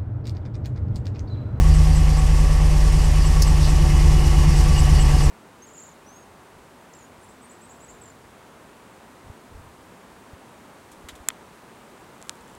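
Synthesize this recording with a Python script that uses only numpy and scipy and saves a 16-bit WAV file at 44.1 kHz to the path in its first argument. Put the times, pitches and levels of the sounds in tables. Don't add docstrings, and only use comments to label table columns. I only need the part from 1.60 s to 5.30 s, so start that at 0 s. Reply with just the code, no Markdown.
import sys
import numpy as np
from scipy import signal
from scipy.fft import rfft, irfft
from scipy.io import wavfile

SR = 44100
rng = np.random.default_rng(int(sys.argv[2]) if len(sys.argv) > 2 else 0)


def materialize(psi):
    bounded = np.clip(np.atleast_2d(psi).T, -1, 1)
    quanta = np.round(bounded * 32767).astype(np.int16)
    wavfile.write(sys.argv[1], SR, quanta)


N = 163170
T = np.arange(N) / SR

# time_s, speed_rpm
ENGINE_SPEED = [(0.0, 1141.8), (0.28, 1151.8), (0.6, 1119.3), (1.2, 1118.0), (1.9, 1114.7), (2.3, 1105.8),
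                (2.7, 1106.4), (3.2, 1094.9), (3.7, 1067.9)]
FIRING_BANKS = [0, 1, 1, 0, 1, 0, 0, 1]
# cycle_multiple, early_db, load_drop_db, settled_db
EXHAUST_TONES = [(2, -44, -46, -35), (3, -21.5, -21.5, -21.5), (5, -14.5, -15, -16.5), (7, -45, -40.5, -26),
                 (8, -18.5, -24.5, -20.5), (10, -41, -32.5, -34), (11, -40, -51, -50),
                 (14, -42, -56, -34.5), (15, -38, -60, -45), (16, -21.5, -24, -22), (17, -35.5, -32, -33),
                 (18, -44, -46, -35), (19, -41, -54, -35.5), (22, -44.5, -46, -44), (24, -43.5, -52, -59.5),
                 (29, -44, -45.5, -46.5), (31, -51, -52, -46), (35, -57, -52, -45), (48, -51.5, -49, -59.5),
                 (54, -47.5, -49, -52), (64.43, -59, -47.5, -54)]
EXHAUST_STAGES = [0.26, 0.96, 2.4]
# frequency_hz, relative_db
RUMBLE_SPECTRUM = [(5, -28), (12, -2), (22, -4), (45, -5), (80, -4.5), (105, -10.5), (125, -14.5),
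                   (170, -7.5), (200, -21.5), (300, -48), (600, -80)]
# frequency_hz, relative_db
CLATTER_SPECTRUM = [(120, -18), (200, -0.5), (290, -2), (400, -2.5), (510, -6), (560, -7.5), (690, -11.5),
                    (780, -3.5), (900, -7), (1060, -9.5), (1180, -8.5), (1420, -16), (1820, -10),
                    (2300, -15), (2750, -14), (2950, -14), (3200, -17.5), (4500, -30), (9000, -55)]
# pitch_hz, width_hz, midway_level_db
ENGINE_RINGS = [(749, 24, -46), (598, 18, -50.5), (865, 8, -50.5), (893, 8, -50), (1020, 9, -52),
                (1108, 9, -48), (1135, 16, -49), (1317, 12, -57), (1895, 9, -55), (1982, 9, -53.5),
                (2120, 8, -53.5), (2175, 14, -57), (2438, 18, -56), (2598, 16, -53), (3370, 14, -62)]
# frequency_hz, relative_db
HISS_SPECTRUM = [(800, -13), (2500, -11.5), (3900, -6), (4600, -1.5), (5600, -1.3), (6400, -3), (7600, -4),
                 (8800, -5.5), (10000, -9), (12000, -13.5), (13500, -20), (15500, -25)]
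# time_s, level_db
HISS_FADE = [(0, -39.5), (.9, -39.4), (1.6, -37.5), (2.3, -37), (3, -36.4), (3.7, -35.9)]
# pitch_hz, width_hz, relative_db
INTAKE_WHISTLES = [(4520, 39, -18.5), (5190, 80, -12), (5658, 29, -13.5), (5910, 80, -16.5),
                   (7780, 60, -32), (8920, 160, -17), (11639, 30, -29)]
# time_s, chirp_db, scuff_db, squeak_db
BELT_PASSES = [(.162, -40, -42, -53), (.372, -37.5, -44, -57), (.59, -38, -41, -57), (.80, -45, -56, -55),
               (1.45, -40, -42, -39.5), (1.668, -40, -43, -48), (1.885, -38, -39, -38),
               (2.10, -38.5, -36.5, -43), (2.98, -40, -42, -52), (3.195, -33.5, -39.5, -34),
               (3.415, -33, -36, -40), (3.642, -37, -40, -44)]
# pitch_hz, width_hz, lead_s, half_length_s
BELT_SOUNDS = [(7856, 340, 0.00086, 0.012), (4694, 300, 0.043, 0.018), (2876, 37, 0.019, 0.016)]
# time_s, level_db
PULLEY_FADE = [(0, -60), (1.8, -53.5), (2.4, -51), (2.7, -40.5), (2.95, -52), (3.45, -41), (3.7, -54)]
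# start_s, level_db
CLICK_HITS = [(1.8199, -15.5), (1.822, -15.5), (1.8233, -16), (1.8255, -19.5), (1.828, -23), (1.832, -24),
              (1.834, -27)]
# pitch_hz, relative_db, t60_s
METAL_MODES = [(4650, -16, .09), (5200, 9, 0.061), (5150, -10, .025), (6100, -10, .025), (6300, -8, .025),
               (6700, -3, .03)]
# frequency_hz, relative_db
SNAP_SPECTRUM = [(2000, -35), (4000, -13), (5000, -1), (6000, 6), (7500, -14), (11000, -9), (15500, -17)]
# time_s, level_db
WHINE_FADE = [(0, -50), (1.8, -54), (2.3, -38), (2.9, -37), (3.2, -45.5), (3.7, -44)]
# pitch_hz, midway_level_db
BAY_TONES = [(749, -45.5), (1135, -49)]

WAVER_DB, WAVER_HZ = .94, 6
RING_RISE_DB, TURN_PEAK_CYCLES = 4.5, .33


def exhaust(crank, far_strength=.7, far_lag_cycles=.016):
    far = np.array(FIRING_BANKS)
    firing_cycles = np.arange(len(far)) / len(far) + far_lag_cycles * far
    strength = np.where(far, far_strength, 1)
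    out = np.zeros(N)
    for multiple, *stage_db in EXHAUST_TONES:
        order = round(multiple)
        phase = np.angle(np.sum(strength * np.exp(-2j * np.pi * order * firing_cycles)))
        level = amp(np.interp(T, EXHAUST_STAGES, stage_db) + WAVER_DB * drift(WAVER_HZ))
        if order == len(far):
            level *= throb(crank, depth=.55, per_cycle=1, peak_cycles=.86)
        out += level * np.sqrt(2) * np.sin(2 * np.pi * order * crank + phase)
    return out


def rumble(crank, midway_db=-26.5):
    puffs = rng.standard_normal(N) * throb(crank, depth=.5, per_cycle=8)
    return amp(midway_db) * rising(rise_db=8) * unit(colour(puffs, RUMBLE_SPECTRUM))


def clatter(crank, midway_db=-33, repeat_share=.39, valve_depth=.068, split_hz=1300):
    pattern = rng.standard_normal(int(N / (crank[-1] - crank[0])))
    repeating = pattern[(crank % 1 * len(pattern)).astype(int)]
    rattle = np.sqrt(repeat_share) * repeating + np.sqrt(1 - repeat_share) * rng.standard_normal(N)
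    rattle *= throb(crank, valve_depth, per_cycle=16) * throb(crank, valve_depth, per_cycle=8)
    muffled = amp(midway_db) * rising(rise_db=3.5) * unit(colour(rattle, CLATTER_SPECTRUM))
    body = signal.sosfiltfilt(signal.butter(2, split_hz, fs=SR, output="sos"), muffled)
    top = muffled - body
    rings = rising(RING_RISE_DB) * sum(amp(db) * band(hz, width) for hz, width, db in ENGINE_RINGS)
    each_turn = throb(crank, depth=.19, per_cycle=2, peak_cycles=TURN_PEAK_CYCLES)
    each_cycle = throb(crank, depth=.15, per_cycle=1, peak_cycles=.35)
    return (body + rings) * each_turn + top * each_cycle


def intake(flutter_db=.94, flutter_hz=42.7):
    hiss = unit(colour(rng.standard_normal(N), HISS_SPECTRUM))
    whistles = sum(amp(db) * band(hz, width) for hz, width, db in INTAKE_WHISTLES)
    return amp(curve(HISS_FADE) + flutter_db * drift(flutter_hz)) * (hiss + whistles)


def belt(chatter_db=3.5, chatter_hz=22):
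    pulley_level = amp(curve(PULLEY_FADE) + chatter_db * drift(chatter_hz))
    out = pulley_level * band(hz=2902, width_hz=78)
    for voice, (hz, width_hz, lead_s, half_s) in enumerate(BELT_SOUNDS):
        passes = sum(amp(db[voice]) * swell(time_s - lead_s, half_s) for time_s, *db in BELT_PASSES)
        out += passes * band(hz, width_hz)
    return out


def click(snap_decay_s=.0012, ring_db=-14.5):
    noise = unit(colour(rng.standard_normal(N), SNAP_SPECTRUM))
    out = np.zeros(N)
    for start_s, level_db in CLICK_HITS:
        start = round(start_s * SR)
        span = slice(start, start + SR // 10)
        t = T[span] - T[start]
        snap = noise[span] * np.exp(-t / snap_decay_s)
        ring = sum(amp(db - 60 * t / t60_s) * np.sin(2 * np.pi * (hz * t + rng.random()))
                   for hz, db, t60_s in METAL_MODES)
        out[span] += amp(level_db) * (snap + amp(ring_db) * ring)
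    return out


def whine(crank, cycle_multiple=37):
    level = amp(curve(WHINE_FADE) + WAVER_DB * drift(WAVER_HZ))
    return level * np.sqrt(2) * np.sin(2 * np.pi * cycle_multiple * crank)


def bay_tones(crank, wander_hz=3.48, flutter_db=2.5, flutter_hz=14):
    out = np.zeros(N)
    for hz, db in BAY_TONES:
        phase = 2 * np.pi * np.cumsum(hz + wander_hz * drift(WAVER_HZ)) / SR
        out += amp(db + flutter_db * drift(flutter_hz)) * np.sqrt(2) * np.sin(phase)
    each_turn = throb(crank, depth=.4, per_cycle=2, peak_cycles=TURN_PEAK_CYCLES)
    return out * rising(RING_RISE_DB) * each_turn


def scrape(level_db=-37.5):
    return amp(level_db) * swell(peak_s=2.045, half_s=.033) * band(hz=4480, width_hz=1700)


def amp(db):
    return 10 ** (np.asarray(db) / 20)


def unit(x):
    return x / np.sqrt(np.mean(x ** 2) + 1e-20)


def curve(points):
    return np.interp(T, *np.transpose(points))


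def colour(x, points):
    hz, db = np.transpose(points)
    f = np.fft.rfftfreq(N, 1 / SR)
    gain = amp(np.interp(np.log(f + 1), np.log(hz), db))
    return irfft(rfft(x) * gain, N)


def band(hz, width_hz):
    f = np.fft.rfftfreq(N, 1 / SR)
    resonance = 1 / (1 + (1.19 * (f - hz) / width_hz) ** 2)
    return unit(irfft(rfft(rng.standard_normal(N)) * resonance, N))


def drift(rate_hz):
    f = np.fft.rfftfreq(N, 1 / SR)
    lowpass = (f > 0) * np.exp(-(f / rate_hz) ** 2)
    return unit(irfft(rfft(rng.standard_normal(N)) * lowpass, N))


def rising(rise_db):
    return amp(rise_db * (T / T[-1] - .5))


def throb(crank, depth, per_cycle, peak_cycles=0):
    return 1 + depth * np.cos(2 * np.pi * per_cycle * (crank - peak_cycles))


def swell(peak_s, half_s):
    return np.exp(-.5 * ((T - peak_s) / half_s) ** 2)


def scene(start_cycles=.786, jitter_cycles=.002):
    crank = start_cycles + np.cumsum(curve(ENGINE_SPEED)) / (120 * SR)
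    crank += jitter_cycles * drift(WAVER_HZ)
    engine = exhaust(crank) + rumble(crank) + whine(crank) + clatter(crank) + intake() + belt()
    return (engine + click() + scrape() + bay_tones(crank))[None]


def record(dry):
    cutoff_hz = 15700
    lowpass = signal.firwin(511, cutoff_hz, window=("kaiser", 9), fs=SR)
    return signal.oaconvolve(dry, lowpass[None], "same")


dry = scene()
out = record(dry)
materialize(out)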